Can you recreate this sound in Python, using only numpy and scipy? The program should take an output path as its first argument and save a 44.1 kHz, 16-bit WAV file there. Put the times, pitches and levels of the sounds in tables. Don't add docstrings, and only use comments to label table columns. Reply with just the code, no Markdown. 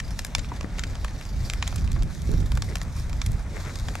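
import sys
import numpy as np
from scipy import signal
from scipy.fft import rfft, irfft, next_fast_len
from scipy.io import wavfile
from scipy.ndimage import uniform_filter1d, map_coordinates

SR = 44100
rng = np.random.default_rng(int(sys.argv[2]) if len(sys.argv) > 2 else 0)


def inscribe(sig):
    pcm = np.round(np.clip(np.atleast_2d(sig).T, -1, 1) * 32767)
    wavfile.write(sys.argv[1], SR, pcm.astype(np.int16))


N = 176400

# (time [s], left over right [dB])
BEARING = [(0, -1.5), (3.2, -2), (4, 0)]
RUMBLE_SIDE_DB, CRACK_SIDE_DB, RUSH_SIDE_DB, AIRY_SIDE_DB = -14, -13, -10.5, -8.5
SNAP_RISE_S, THUD_RISE_S = 0.00094, 0.0011


def flames():
    # (time [s], level [dB])
    roar_ride = [(0, -31), (.5, -31), (.7, -29.5), (.95, -27), (1.28, -29.5), (1.39, -24.5), (1.5, -28.5),
                 (1.78, -25.5), (2.05, -23.5), (2.17, -37.5), (2.26, -24.5), (2.42, -20.5), (2.48, -26.5),
                 (2.56, -21), (2.6, -24.5), (2.7, -30.5), (2.77, -25.5), (2.85, -29), (2.97, -28.5),
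                 (3.2, -26.5), (3.31, -20.5), (3.42, -31.5), (3.65, -30.5), (3.84, -26), (4, -33.5)]
    flutter_ride = [(0, -45), (.3, -43), (.8, -41.5), (1.1, -44), (1.4, -44.5), (1.85, -42), (2.15, -44),
                    (2.5, -45), (2.72, -43), (2.95, -45.5), (3.3, -44.5), (3.7, -42.5), (4, -40)]
    rush_ride = [(0.0, -50), (0.92, -47.5), (1.21, -50.5), (1.48, -50.5), (1.65, -47), (1.83, -50),
                 (2.06, -50.5), (2.4, -51), (3.02, -50), (3.7, -47.5), (4.0, -49.5)]
    # (frequency [Hz], gain [dB])
    roar_eq = [(12, -22.5), (25, -1), (50, 4.5), (80, -0.5), (115, -5.5), (160, -11.5), (220, -20),
               (320, -34), (500, -47), (1200, -77)]
    flutter_eq = [(60, -24), (150, 1.5), (230, 0), (400, -11), (600, -12.5), (1000, -36), (3000, -51)]
    rush_eq = [(200, -19.5), (450, -4.5), (680, 1), (1000, -2), (1400, -3), (2100, -5.5), (2500, -9),
               (2900, -8.5), (6000, -50)]
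    roar = noise(roar_eq, RUMBLE_SIDE_DB, pan_db=-2)
    roar *= amp(curve(roar_ride) - 1.5 + 1.44 * wobble(14))
    flutter = noise(flutter_eq, side_db=-22, pan_db=-2)
    flutter *= amp(curve(flutter_ride) - 3 + 2.33 * wobble(45))
    rush = patchy(noise(rush_eq, RUSH_SIDE_DB, curve(BEARING)), depth_db=1.16)
    rush *= amp(curve(rush_ride) - 1 + 1.26 * wobble(50))
    return roar + flutter + rush


def steam():
    # (time [s], level [dB])
    hiss_ride = [(0, -56), (.18, -49.5), (.3, -50.5), (.38, -55.5), (.5, -51), (.68, -54), (.77, -48),
                 (.87, -51.5), (1.2, -52), (1.33, -56.5), (1.44, -47), (1.58, -50), (1.72, -45.5),
                 (1.85, -54), (2.05, -53.5), (2.12, -50), (2.24, -49), (2.5, -54), (2.65, -50),
                 (2.85, -55.5), (2.98, -47.5), (3.1, -53), (3.2, -50.5), (3.45, -53.5), (3.62, -46),
                 (3.75, -46.5), (4, -49.5)]
    # (frequency [Hz], gain [dB])
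    hiss_eq = [(1200, -22), (2400, 1.5), (2950, -6), (3700, 2), (4500, -1), (5400, .5), (7000, -2),
               (8200, -6.5), (9200, -8), (10300, -16), (12200, -12.5), (13500, -21), (15800, -33)]
    # (time [s], gain [dB])
    shelf_ride = [(0, 2.5), (.7, -1), (1.33, 0), (1.45, 4), (1.7, -4), (1.9, -0.5), (2.2, 2.5), (3.42, 2),
                  (3.7, 0), (4, 1.5)]
    shelf_hz, sizzle_db = 7400, -4.5
    grains = unit(coloured(cracks(per_second=454, spread_db=4, t60=0), hiss_eq))
    sizzle = stereo(grains, AIRY_SIDE_DB, curve(BEARING))
    hiss = noise(hiss_eq, AIRY_SIDE_DB, curve(BEARING)) + amp(sizzle_db) * sizzle
    top = signal.sosfiltfilt(butter(4, shelf_hz, "highpass"), hiss)
    hiss += (amp(curve(shelf_ride)) - 1) * top
    return patchy(hiss, depth_db=1.3) * amp(curve(hiss_ride) - 3.5 + wobble(29.92))


def pops():
    # (time [s], low [dB], middle [dB], high [dB], top [dB], t60 [s], left over right [dB])
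    splits = [(0.0007, -49, -32.5, -35.5, -49, 0.013, 1), (0.1064, -53, -53, -51.5, -54.5, 0.0066, -4),
              (0.1904, -39.5, -34.5, -30.5, -40.5, 0.017, 0.5),
              (0.2482, -44, -37.5, -34.5, -37, 0.0076, -1), (0.2664, -55, -49, -50, -49, 0.01, -3),
              (0.35, -31.5, -25, -22.5, -36.5, 0.0092, -2), (0.382, -42, -41.5, -39, -48.0, 0.021, 1),
              (0.392, -54, -42, -35.5, -57, 0.024, 1), (0.4458, -55, -44, -53, -69.0, 0.0068, -2),
              (0.6094, -37.5, -40.5, -39.5, -57, 0.0093, -3), (0.629, -44, -47, -48, -60, 0.012, -2),
              (0.784, -43, -39, -42, -58, 0.013, -1), (0.7934, -54, -33.5, -33, -49, 0.0078, -1),
              (0.8364, -65, -32, -34.5, -52, 0.013, -1), (0.9534, -49, -45.5, -44.5, -60, 0.011, -2),
              (1.0457, -35.5, -34.5, -39.5, -48, 0.013, -0.5), (1.0816, -56, -42.5, -57, -60, 0.011, 0),
              (1.2112, -56, -43.5, -49.5, -55, 0.0089, 1), (1.252, -58, -54, -47, -60, 0.0098, -2),
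              (1.4992, -45.5, -32, -30, -46.5, 0.0061, -2.5), (1.5356, -53, -33.5, -38.5, -42, 0.0021, -1),
              (1.6252, -34.5, -27, -32.5, -54, 0.011, -2.5), (1.669, -54, -43.5, -47, -66, 0.014, -3),
              (1.676, -47, -38, -33, -42, 0.015, -2), (1.7262, -39, -44, -47, -62, 0.0076, -3),
              (1.7585, -44, -46, -39.5, -41, 0.021, -1), (1.779, -62, -45, -41.5, -58, 0.06, -1),
              (1.876, -51, -44.5, -49.5, -60.0, 0.0056, -5), (1.9172, -60, -48, -40.5, -46, 0.0094, -3),
              (1.9305, -65, -58, -47, -55, 0.0033, 0.0), (1.961, -42.5, -44.5, -66, -71, 0.036, 1),
              (2.023, -48, -46.5, -40.5, -60, 0.011, -2), (2.0323, -57.0, -51, -46.5, -48.5, 0.0067, -3),
              (2.2196, -60.0, -57, -46.5, -52, 0.003, 1), (2.3155, -61, -58, -45, -49.5, 0.008, 1),
              (2.4009, -56, -56, -45, -54, 0.063, 2), (2.5185, -41, -40, -38.5, -48.5, 0.011, -1),
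              (2.5523, -51, -65, -45, -50, 0.014, -0.4), (2.573, -38, -37.5, -40, -47.5, 0.017, -2.5),
              (2.6212, -39, -42, -31, -47, 0.012, -2.5), (2.7552, -39, -33.5, -32, -41.0, 0.011, -3.5),
              (2.7695, -51, -43, -46, -54.0, 0.006, -3), (2.7835, -58, -60, -54, -52, 0.0053, -1.0),
              (2.8154, -43, -38, -38, -53, 0.0069, -4), (2.831, -50, -66, -50, -49, 0.011, -1.4),
              (3.0951, -46, -46.5, -46, -54, 0.015, -3), (3.13, -48, -45.5, -42, -67, 0.0065, -3),
              (3.2162, -44, -34, -31, -54, 0.011, -5), (3.262, -54.0, -41.5, -37, -40, 0.015, -3),
              (3.318, -61, -62, -50, -46.5, 0.007, -4), (3.7562, -56.0, -45, -39, -50.0, 0.013, -2),
              (3.798, -62, -57.0, -46.0, -55, 0.0034, 5), (3.8845, -38, -36, -40.0, -54, 0.012, -3),
              (3.9533, -35, -34, -40, -46, 0.0079, -2)]
    # (lower edge [Hz], upper edge [Hz])
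    band_edges = [(480, 1300), (1300, 3000), (3000, 7200), (7200, 12500)]
    bands = [butter(4, edges, "bandpass") for edges in band_edges]
    gain = amp(-1.45) * np.sqrt(0.008 * SR)
    out, t = np.zeros((2, N)), np.arange(2048) / SR
    for start, *levels_db, t60, pan_db in splits:
        burst = rng.standard_normal((2, len(t))) * fade(t, t60) * attack(t, SNAP_RISE_S)
        burst[0, 0] += 1.62
        parts = [signal.sosfilt(band, burst) for band in bands]
        pop = sum(amp(db) * part / np.linalg.norm(part, axis=1, keepdims=True)
                  for db, part in zip(levels_db, parts))
        add(out, start, gain * stereo(pop, CRACK_SIDE_DB, pan_db))
    return out


def splinters():
    # (time [s], pitch [Hz], level [dB])
    snaps = [(1.2118, 1750, -30.5), (1.5353, 1950, -24.5), (1.6255, 3950, -21), (1.676, 7120, -23),
             (2.574, 1460, -27), (2.7551, 1730, -23), (3.2166, 3580, -26)]
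    out, t = np.zeros((2, N)), np.arange(2048) / SR
    envelope = fade(t, t60=0.010) * attack(t, SNAP_RISE_S)
    for start, hz, db in snaps:
        add(out, start, amp(db) * np.sin(2 * np.pi * hz * t) * envelope)
    return out


def knock():
    # (time [s], level [dB])
    hits = [(0.5181, -21.5)]
    # (frequency [Hz], level [dB], t60 [s])
    modes = [(952, 5.5, 0.016), (1100, -14, 0.0079), (372, -7.5, 0.029), (730, -13, 0.037),
             (2000, -15, 0.019)]
    out, t = np.zeros((2, N)), np.arange(4096) / SR
    ring = sum(amp(db) * np.sin(2 * np.pi * hz * t) * fade(t, t60) for hz, db, t60 in modes)
    for start, db in hits:
        grit = 0.17 * rasp(len(t)) * fade(t, t60=0.024)
        add(out, start, amp(db) * (ring + grit) * attack(t, THUD_RISE_S))
    return out


def ticks():
    # (frequency [Hz], gain [dB])
    tick_eq = [(300, -14), (700, -3.5), (2000, 1.5), (3000, -10), (4000, 1.5), (5500, 1), (8500, -11),
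               (12000, -11), (13500, -18), (15800, -40)]
    crackle = coloured(cracks(per_second=42, spread_db=4, t60=0.08), tick_eq)
    crackle = unit(patchy(crackle, depth_db=3.5))
    return amp(-55) * stereo(crackle, CRACK_SIDE_DB, curve(BEARING))


def wind():
    # (time [s], level [dB], left over right [dB])
    gusts = [(0, -39.5, 6), (.34, -44.5, 14), (.39, -29, 16), (.45, -44, -2), (1.15, -43, -2),
             (1.4, -42, -14), (1.65, -47, -12), (1.77, -30, -13), (2.03, -28, -12), (2.17, -35, -30),
             (2.26, -30, -18), (2.33, -21.5, -9), (2.37, -28, -9), (2.42, -23, -6), (2.47, -29.5, -11),
             (2.55, -29.5, -12), (2.65, -35, -19), (2.95, -52, -3), (3.15, -42, -20), (3.3, -31, -26),
             (3.45, -43, -6), (4, -53, 0)]
    # (frequency [Hz], gain [dB])
    buffet_eq = [(12, -20.5), (30, 3.5), (60, 0.5), (130, -2.5), (200, -11.5), (300, -25), (600, -42.5),
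                 (1500, -79)]
    eddy_eq = [(60, -14), (170, 0.5), (300, 4), (430, -5), (600, -13), (1000, -35), (3000, -33)]
    # (time [s], level [dB], left over right [dB])
    puffs = [(0.382, -27, 14), (.6440, -11, 15), (2.292, -11, -17), (2.328, -12, -16), (2.339, -12.5, -14),
             (2.406, -17.5, -14), (2.426, -15.5, -13)]
    eddy_growth, puff_hz = 1.98, 258
    gust_db = curve([(time, db) for time, db, _ in gusts])
    pan_db = curve([(time, pan) for time, _, pan in gusts])
    eddy_db = -33.5 + eddy_growth * (gust_db - gust_db.max())
    out = noise(buffet_eq, RUMBLE_SIDE_DB, pan_db) * amp(gust_db + 1.3 * wobble(23))
    out += noise(eddy_eq, RUMBLE_SIDE_DB, pan_db) * amp(eddy_db + 3.0 * wobble(70))
    t = np.arange(4096) / SR
    envelope = fade(t, t60=0.013) * attack(t, THUD_RISE_S)
    for start, db, puff_pan_db in puffs:
        thump = (np.sin(2 * np.pi * puff_hz * t) + 0.15 * rasp(len(t))) * envelope
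        add(out, start, amp(db) * stereo([thump, 0 * thump], 0, puff_pan_db))
    return out


def grass():
    # (time [s], length [s], level [dB], body pitch [Hz])
    scuffs = [(2.668, 0.1, -43, 397), (3.517, 0.1, -41, 450), (3.627, 0.1, -44.5, 1390)]
    # (frequency [Hz], gain [dB])
    rustle_eq = [(150, -24), (400, 12.5), (900, -2), (2100, 4.5), (3000, -9), (4500, -13), (9000, -15),
                 (15000, -51)]
    out, t = np.zeros((2, N)), np.arange(N) / SR
    rustle = unit(coloured(cracks(per_second=590, spread_db=6, t60=0.002), rustle_eq))
    for start, length, db, hz in scuffs:
        band = butter(2, [hz * 0.77, hz * 1.09], "bandpass")
        body = unit(signal.sosfilt(band, rng.standard_normal((2, N))))
        swell = np.sin(np.pi * np.clip((t - start) / length, 0, 1))
        out += amp(db - 2.5) * (rustle + amp(-0.5) * body) * swell
    return stereo(out, RUSH_SIDE_DB, pan_db=1.8)


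def scatter(x, t60):
    t = np.arange(SR // 2) / SR
    tail = stereo(rng.standard_normal((2, len(t))), AIRY_SIDE_DB, pan_db=0)
    tail *= fade(t, t60) * attack(t, rise_s=0.00085)
    return signal.fftconvolve(x, tail / np.linalg.norm(tail[0]), axes=1)[:, :N]


def ground_bounce(x):
    # (frequency [Hz], gain [dB])
    notch_eq = [(2100, 0.52), (2400, 0.2), (2800, -5), (3350, 0), (3800, 0.05)]
    # (time [s], wet share [0-1])
    notch_mix = [(1.5, 0.5), (2.2, 1)]
    wet = curve(notch_mix)
    return (1 - wet) * x + wet * coloured(x, notch_eq)


def amp(db):
    return 10 ** (np.asarray(db) / 20)


def unit(x):
    return x / np.sqrt(np.mean(x ** 2) + 1e-20)


def curve(rows):
    return np.interp(np.arange(N) / SR, *np.transpose(rows))


def wobble(rate):
    return map_coordinates(rng.standard_normal(2048), [np.arange(N) * rate / SR], mode="wrap")


def attack(t, rise_s):
    return 1 - np.exp(-t / rise_s)


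def fade(t, t60):
    return np.exp(-np.log(1000) * t / t60)


def butter(order, hz, kind="lowpass"):
    return signal.butter(order, hz, kind, fs=SR, output="sos")


def coloured(x, eq):
    size = 2 * next_fast_len(N // 2 + 8192)
    hz, db = np.transpose(eq)
    log_hz = np.log(np.fft.rfftfreq(size, 1 / SR) + 1)
    cepstrum = irfft(np.log(amp(np.interp(log_hz, np.log(hz), db))))
    fold = np.r_[1, np.full(size // 2 - 1, 2), np.zeros(size // 2)]
    return irfft(rfft(x, size) * np.exp(rfft(cepstrum * fold)))[..., :N]


def stereo(pair, side_db, pan_db):
    mid, side = pair[0], amp(side_db) * pair[1]
    left, right = amp(pan_db / 2), amp(-pan_db / 2)
    return np.array([(mid + side) * left, (mid - side) * right]) / np.sqrt((left ** 2 + right ** 2) / 2)


def noise(eq, side_db, pan_db):
    return stereo(unit(coloured(rng.standard_normal((2, N)), eq)), side_db, pan_db)


def rasp(count):
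    return unit(signal.sosfilt(butter(3, 2000), rng.standard_normal(count)))


def cracks(per_second, spread_db, t60):
    fires = rng.random(N) < per_second / SR
    size = np.minimum(rng.exponential(size=N), 3)
    power = fires * amp(spread_db * size) ** 2
    decay = fade(1 / SR, t60) ** 2 if t60 else 0
    envelope = np.sqrt(np.abs(signal.lfilter([1], [1, -decay], power)))
    return envelope * rng.standard_normal((2, N))


def patchy(x, depth_db):
    spectra = signal.stft(x, nperseg=512)[2]
    patches = uniform_filter1d(rng.standard_normal(spectra.shape[1:]), size=9, axis=0)
    patches = uniform_filter1d(patches, size=16, axis=1)
    return signal.istft(spectra * amp(depth_db * unit(patches)), nperseg=512)[1][:, :N]


def add(out, start, sound):
    i = max(round(start * SR), 0)
    out[:, i:i + sound.shape[-1]] += sound[..., :max(N - i, 0)]


def scene():
    wood = pops() + splinters() + knock() + ticks()
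    near_echo = amp(-15) * scatter(wood, t60=0.016)
    far_echo = amp(-13.5) * scatter(wood, t60=0.11)
    buffeting = signal.sosfilt(butter(2, 4000), wind())
    fire = flames() + steam() + wood + near_echo + far_echo
    return ground_bounce(fire) + buffeting + grass()


def record(dry):
    # (frequency [Hz], left over right [dB], left phase lead [rad])
    ports = [(100, 1.5, -0.1), (453, -0.5, 0.4), (750, 2.5, -0.069), (1260, 1.5, 0.21), (2120, 8.5, -0.29),
             (2800, -4.5, -1.47), (3640, 3.5, -0.65), (4300, 1, -0.64), (5370, 0, -0.37),
             (8600, 3.5, -0.83), (13000, 1.5, 1)]
    top_hz = 15900
    size = next_fast_len(N + 4096)
    freqs = np.fft.rfftfreq(size, 1 / SR)
    hz, balance_db, lead = np.transpose(ports)
    left = amp(np.interp(freqs, hz, balance_db) / 2) * np.exp(0.5j * np.interp(freqs, hz, lead))
    picked_up = irfft(rfft(dry, size) * np.array([left, 1 / left]), size)[:, :N]
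    high_cut = signal.firwin(255, top_hz, fs=SR)
    return signal.fftconvolve(picked_up, high_cut[None], mode="same", axes=1)


dry = scene()
out = record(dry)
inscribe(out)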